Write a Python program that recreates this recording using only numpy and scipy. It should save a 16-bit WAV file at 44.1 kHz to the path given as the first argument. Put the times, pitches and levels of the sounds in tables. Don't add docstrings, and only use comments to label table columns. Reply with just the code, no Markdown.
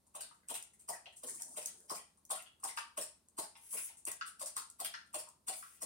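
import sys
import numpy as np
from scipy import signal
from scipy.fft import rfft, irfft
from scipy.io import wavfile

SR = 44100
rng = np.random.default_rng(int(sys.argv[2]) if len(sys.argv) > 2 else 0)


def dump(signal):
    limited = np.clip(np.atleast_2d(signal).T, -1, 1)
    pcm = np.round(limited * 32767).astype(np.int16)
    wavfile.write(sys.argv[1], SR, pcm)


N = 257984
T = np.arange(round(.15 * SR)) / SR

# t/s, time under water/s, gulp/dB, pocket f/Hz, first ring/dB, low push/dB,
# entry smack/dB, exit smack/dB, spray/dB
LAPS = [(0.152, 0.056, -33, 716, -34, -56, -24, -20, -55),
        (0.501, 0.041, -31, 785, -34, -35, -19.5, -16.5, -36),
        (0.889, 0.04, -24.5, 834, -30, -33.5, -17, -27, -33),
        (1.234, 0.042, -37.5, 488, -39.5, -39, -24, -29, -44),
        (1.570, 0.046, -32, 631, -43, -41, -18, -25, -62),
        (1.908, 0.04, -30.5, 825, -21.5, -27.5, -21, -21, -40),
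        (2.307, 0.043, -25.5, 743, -22.5, -42, -13, -23, -58),
        (2.639, 0.037, -27.5, 841, -27.5, -46, -15.5, -21, -48),
        (2.976, 0.035, -30.5, 617, -30.5, -31, -15.5, -16.5, -42),
        (3.384, 0.035, -28.5, 763, -27.5, -28, -15.5, -23.5, -51),
        (3.735, 0.035, -39.5, 590, -34.5, -35, -24.5, -17.5, -55),
        (4.071, 0.05, -39, 898, -33, -33, -16, -39, -46),
        (4.413, .050, -32, 611, -31, -56, -18.5, -19.5, -55),
        (4.801, .044, -29, 742, -32, -69, -18, -17.5, -28),
        (5.144, 0.043, -30, 636, -29, -57, -16, -21, -66),
        (5.482, 0.044, -29, 748, -32.5, -37.5, -13.5, -24, -49),
        (5.82, .042, -35, 550, -34, -38, -17, -21, -47)]
# f/Hz, relative level/dB
WET_SPECTRUM = [(2500, -38), (5000, -15.5), (7000, -4), (8200, -3), (9000, 3.5), (9900, -1.5),
                (11000, -11.5), (14000, -18.5)]
SPRAY_SPECTRUM = [(7000, -24), (10500, -1), (13000, 0), (15000, -4), (16200, -9)]
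SPLASH_SPECTRUM = [(500, -54), (900, -12), (1350, -9), (2000, -2.5), (2900, -0.5), (3900, -7.5),
                   (5300, -4.5), (7000, -16), (12000, -56)]


def amp(db):
    return 10 ** (np.asarray(db) / 20)


def unit(x):
    return x / np.sqrt(np.sum(x ** 2) + 1e-30)


def read(points, hz):
    f, value = np.transpose(points)
    return np.interp(np.log(hz + 1), np.log(f), value)


def add(mix, s, sound):
    part = mix[max(round(s * SR), 0):][:len(sound)]
    part += sound[:len(part)]


def colour(x, points, size=2048):
    log_gain = np.log(amp(read(points, abs(np.fft.fftfreq(size, 1 / SR)))))
    taps = np.fft.ifft(np.exp(np.conj(signal.hilbert(log_gain)))).real
    return signal.fftconvolve(x, taps)[:len(x)]


def resonate(x, hz, width_hz):
    turn = np.exp(2j * np.pi * np.cumsum(hz) / SR)
    pole = np.exp(-np.pi * width_hz / SR)
    return 2 * (turn * signal.lfilter([1 - pole], [1, -pole], x / turn)).real


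def room_tone(air_db=-77):
    air_spectrum = [(15, -32), (25, -21), (70, -10.5), (195, -3.5), (503, -14), (1070, -16), (1440, -23.5),
                    (3250, -27.5), (3920, -23), (5280, -25), (6740, -24.5), (9070, -17.5), (16000, -32)]
    air_likeness = [(100, 0.8), (400, 0.62), (1500, 0.3)]
    hum_partials = [(57, -93), (76.5, -87), (153, -99), (231, -96)]
    hz, t = np.fft.rfftfreq(N, 1 / SR), np.arange(N) / SR
    own, shared = rfft(rng.standard_normal((2, N))), rfft(rng.standard_normal(N))
    same = np.clip(read(air_likeness, hz), 0, 1)
    air = irfft((np.sqrt(same) * shared + np.sqrt(1 - same) * own) * amp(read(air_spectrum, hz)), N)
    drifts = np.cumsum(rng.standard_normal((len(hum_partials), N)), axis=1) / np.sqrt(SR)
    hum = sum(amp(db) * np.sqrt(2) * np.sin(2 * np.pi * (f * t + .5 * drift))
              for (f, db), drift in zip(hum_partials, drifts))
    return amp(air_db) * np.sqrt(2 * N) * unit(air) + hum


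def crackle(count, per_s, spread_db):
    size = amp(spread_db * np.minimum(rng.exponential(1, count), 3))
    return size * rng.choice([-1, 1], count) * (rng.random(count) < per_s / SR)


def smack(s, db, hollow_db, spray_db, life):
    lead_s = .018
    after = T - lead_s
    shift, hollow_hz = 1 + .025 * rng.uniform(-1, 1), rng.uniform(2454, 6350)
    swell = np.exp(np.minimum(after, 0) / .0016) + .26 * np.minimum(T / lead_s, 1)
    shower = crackle(len(T), per_s=3000, spread_db=5.5) * swell * np.exp(-np.maximum(after, 0) / life)
    ring = unit(colour(shower, [(f * shift, level) for f, level in WET_SPECTRUM]))
    body_spectrum = [(500, -4.5), (1200, 5.5), (2000, 3), (3000, 6), (3900, -1), (5300, 10.5), (6500, 11.5),
                     (9000, -2.5)]
    body = colour(shower, body_spectrum)
    hollow = unit(body) + amp(-6.5) * unit(resonate(body, np.full(len(T), hollow_hz), width_hz=600))
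    spray = amp(spray_db) * unit(colour(shower, SPRAY_SPECTRUM))
    yield s - lead_s, amp(db) * (ring + amp(hollow_db) * unit(hollow)) + spray
    yield s, amp(db + hollow_db - 4) * froth(life, hollow_hz)


def froth(life, hz, count=7):
    out, short = np.zeros(len(T)), T[:len(T) // 8]
    for when, pitch, faintness in rng.random((count, 3)):
        cycles = hz * 2 ** (pitch - .5) * short
        note = np.sin(2 * np.pi * cycles * (1 + 12 * short)) * np.exp(-cycles / 5)
        add(out, 3.8 * life * when ** 2, amp(-10 * faintness - 13 * when) * unit(note))
    return unit(out)


def smacks():
    for s, under_s, *_, entry_db, exit_db, spray_db in LAPS:
        yield from smack(s, entry_db, hollow_db=-9.5, spray_db=spray_db, life=.0083)
        exit_spray_db = spray_db + exit_db - entry_db
        yield from smack(s + under_s, exit_db, hollow_db=-8, spray_db=exit_spray_db, life=.012)
    # t/s, level/dB, hollow body relative to it/dB
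    stray_smacks = [(0.490, -24, -5.5), (0.796, -35.5, -18), (1.165, -30.5, -45), (1.673, -26, -8),
                    (1.896, -24, 0.5), (2.769, -22, -14), (3.565, -37.5, -11), (3.971, -33.5, -26),
                    (4.263, -24.5, -10), (4.397, -24, -10), (4.567, -16.5, -6.5)]
    for s, db, hollow_db in stray_smacks:
        yield from smack(s, db, hollow_db, spray_db=db - 25, life=.016)


def bubble(hz, life, glide, rise):
    pitch = hz * np.exp(glide * (1 - np.exp(-T / life) - .5))
    return unit(np.sin(2 * np.pi * np.cumsum(pitch) / SR) * np.exp(-T / life) * (1 - np.exp(-T / rise)))


def gulps():
    push_spectrum = [(60, -33), (120, -14), (170, -3), (300, -4), (460, 1), (800, -7), (2000, -48)]
    for s, _, db, hz, first_db, push_db, *_ in LAPS:
        yield s - .005844, amp(first_db) * bubble(1092.5, life=.0019, glide=-.025, rise=.0013)
        yield s + .00175, amp(db) * bubble(hz, life=.00865, glide=-.4, rise=.0018)
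        clicks = crackle(len(T), per_s=2800, spread_db=0) * np.exp(-T / .009) * (1 - np.exp(-T / .0019))
        pitch = hz * (.8 + .21 * np.exp(-T / .017))
        churn = resonate(resonate(clicks, pitch, width_hz=370), pitch, width_hz=290)
        yield s + .00089, amp(db + 3) * unit(churn)
        push = crackle(len(T), per_s=1800, spread_db=-4.5) * np.exp(-T / .0053)
        push *= 1 - np.exp(-T / .0017)
        yield s + .0014, amp(push_db) * unit(colour(push, push_spectrum))


def ticks():
    drops = [(0.485, -19.5, -54), (0.625, -22.5, -35), (1.4202, -15, -51), (1.6586, -11, -24),
             (1.8029, -36, -50), (2.2512, -33.5, -42), (2.4228, -30, -34.5), (3.285, -37.5, -71),
             (4.0517, -14.5, -38), (4.116, -14.5, -23), (4.459, -17.5, -48), (4.5655, -13, -48),
             (4.7, -26, -63), (4.847, -33, -14), (5.288, -30.5, -50)]
    tongue = [(s + .0015, entry_db - 3, spray_db - 3) for s, *_, entry_db, _, spray_db in LAPS]
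    for s, db, spray_db in drops + tongue:
        snap = rng.standard_normal(len(T)) * np.exp(-T / .002) * (1 - np.exp(-T / .0005))
        spray = amp(spray_db) * unit(colour(snap, SPRAY_SPECTRUM))
        yield s, amp(db) * unit(colour(snap, WET_SPECTRUM)) + spray


def droplet_snap(life):
    return unit(colour(rng.standard_normal(len(T)) * np.exp(-T / life), WET_SPECTRUM))


def spatter(count=6):
    for s, _, gulp_db, *_, entry_db, _, _ in LAPS:
        for when, faintness, pitch in rng.random((count, 3)):
            hz = 1300 * 4.5 ** pitch
            note = amp(gulp_db + 1) * bubble(hz, life=6 / hz, glide=.074, rise=.00024)
            snap = amp(entry_db - 16) * droplet_snap(life=.00069)
            yield s + .029 + .078 * when, amp(-14 * when - 25 * faintness) * (note + snap)


def dribble(count=30, loudest_db=-40.5, range_db=23.5):
    for when, faintness, pitch in rng.random((count, 3)):
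        snap = droplet_snap(life=.0039)
        note = bubble(800 * 3.5 ** pitch, life=.0019, glide=.2, rise=.00079)
        yield when * N / SR, amp(loudest_db - range_db * faintness) * (snap + amp(-11.5) * note)


def plops():
    pockets = [(0.3102, -40, 1120, -51), (0.433, -51.5, 1765, -78), (1.058, -29, 3050, -40),
               (1.065, -36.5, 650, -69), (1.286, -38, 1830, -64), (1.398, -40, 880, -43),
               (1.617, -39, 2680, -57), (2.4623, -36, 2940, -50), (2.7746, -18.5, 1250, -19.5),
               (3.5544, -41, 815, -37.5), (3.899, -43, 805, -56), (4.2113, -19, 1360, -24),
               (4.5658, -24, 1200, -38), (4.8475, -26, 3130, -24), (4.9399, -24, 1490, -25),
               (5.2724, -38, 1030, -65), (5.6247, -31, 1330, -41)]
    for s, db, hz, splash_db in pockets:
        shudder = crackle(len(T), per_s=2700, spread_db=1.5) * np.exp(-T / .004)
        splash = crackle(len(T), per_s=6100, spread_db=-4) * np.exp(-T / .0046)
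        pitch = hz * (1.04 - .05 * np.exp(-T / .023))
        note = resonate(resonate(shudder, pitch, width_hz=.33 * hz), pitch, width_hz=.33 * hz)
        yield s - .001, amp(db) * unit(note) + amp(splash_db) * unit(colour(splash, SPLASH_SPECTRUM))


def slosh(start_s=1.26, end_s=1.9, count=50):
    gurgle_db, gurgle_db_per_s = -44, -21
    foam_db, foam_db_per_s = -14.5, -41.5
    length = end_s - start_s
    for at, (pitch, delay) in zip(np.linspace(0, length, count), rng.random((count, 2))):
        hz = 190 * 13 ** (pitch ** 1.51)
        pocket = bubble(hz, life=1.7 / hz, glide=.067, rise=.00043)
        yield start_s + at + .0091 * delay, amp(gurgle_db + gurgle_db_per_s * at) * pocket
    t = np.arange(SR) / SR
    foam = crackle(len(t), per_s=640, spread_db=6.5) * amp(foam_db_per_s * t) * (t < length)
    yield start_s, amp(foam_db) * unit(colour(foam, WET_SPECTRUM))


def slurps():
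    slurp_curves = [
        [(3.6, -74, -89, 11200), (3.7, -59.5, -75, 10800), (3.74, -48.5, -76.5, 10400),
         (3.785, -52, -65, 10000), (3.858, -50, -82, 10130), (3.9, -66, -64.5, 10300), (3.95, -96, -100, 9900)],
        [(5.55, -58, -80, 10400), (5.59, -56.5, -103, 10300), (5.646, -68.5, -74.5, 10000),
         (5.764, -69, -84.5, 9500), (5.8, -85, -76, 9800)],
    ]
    fizz_spectrum = [(3000, -37), (6500, -0.5), (8500, 6.5), (10400, 9), (11500, 3), (15500, 2.5)]
    for rows in slurp_curves:
        s, fizz_db, splash_db, whistle_hz = np.transpose(rows)
        t = np.arange(s[0], s[-1], 1 / SR)
        clicks = crackle(len(t), per_s=2600, spread_db=7)
        pitch = np.interp(t, s, whistle_hz)
        whistle = unit(resonate(resonate(clicks, pitch, width_hz=800), pitch, width_hz=800))
        fizz = amp(np.interp(t, s, fizz_db)) * (unit(colour(clicks, fizz_spectrum)) + .5 * whistle)
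        splash = amp(np.interp(t, s, splash_db)) * unit(colour(clicks, SPLASH_SPECTRUM))
        yield s[0] - .008, (fizz + splash) * np.sqrt(len(t)) * signal.windows.tukey(len(t), .1)


def kitchen(sound, room_db):
    corner_modes = [(610, -2.5, 0.31), (644.5, -4, 0.3), (683, -18.5, 0.59), (807, -19, 0.48),
                    (923, 1, 0.35), (1088, 1, 0.26), (1230, 3.5, 0.094), (1320, 0.5, 0.33),
                    (1375, -10.5, 0.58), (1470, -16, 0.51), (1938, 6.5, 0.16)]
    tail_decay = [(150, 0.2), (500, 0.26), (900, 0.31), (1400, 0.33), (3500, 0.36), (9000, 0.29),
                  (15000, 0.15)]
    tail_likeness = [(200, 0.99), (330, 0.91), (550, 0.72), (1000, 0.014)]
    echoes = [(.0031, -12), (.0064, -12.5), (0.012, -5), (.021, -15.5)]
    left_excess = [(200, 3.5), (600, 0), (1100, 3.5), (2000, 2), (4000, 1.5), (9000, 2.5)]
    t = np.arange(round(.4 * SR)) / SR
    hz, at, (shared, *own) = signal.stft(rng.standard_normal((3, len(t))), SR, nperseg=512)
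    same = np.clip(read(tail_likeness, hz), 0, 1)[:, None]
    decay = amp(-60 * at / read(tail_decay, hz)[:, None])
    pair = []
    for noise, lag_s, side in zip(own, [.00036, 0], [.5, -.5]):
        diffuse = np.sqrt(same) * shared + np.sqrt(1 - same) * noise
        tail = signal.istft(diffuse * decay, SR, nperseg=512)[1][:len(t)]
        ring = sum(amp(db - 60 * t / t60) * np.sin(2 * np.pi * (f * t + rng.random()))
                   for f, db, t60 in corner_modes)
        response = unit(tail * (1 - np.exp(-t / .00053))) + amp(-13.5) * unit(ring)
        for s, db in echoes:
            add(response, s + rng.uniform(-.00033, .00049), amp([db]))
        response *= amp(room_db)
        add(response, lag_s, np.ones(1))
        pair.append(colour(response, [(f, side * db) for f, db in left_excess]))
    return signal.oaconvolve(sound[None], np.array(pair), axes=1)[:, :N]


def scene(spot_count=6):
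    spots, open_air = np.zeros((spot_count, N)), np.zeros(N)
    for source in (gulps, smacks, spatter, plops, slurps, slosh, dribble):
        for s, sound in source():
            add(spots[rng.integers(spot_count)], s, sound)
    for s, sound in ticks():
        add(open_air, s, sound)
    water = sum(kitchen(spot, room_db=4) for spot in spots) + kitchen(open_air, room_db=-4.5)
    low_cut = signal.butter(3, 95, "high", fs=SR, output="sos")
    return signal.sosfilt(low_cut, water) + room_tone()


def record(dry, edge_hz=15950):
    return signal.oaconvolve(dry, signal.firwin(511, edge_hz, window=("kaiser", 9), fs=SR)[None], "same")


dry = scene()
out = record(dry)
dump(out)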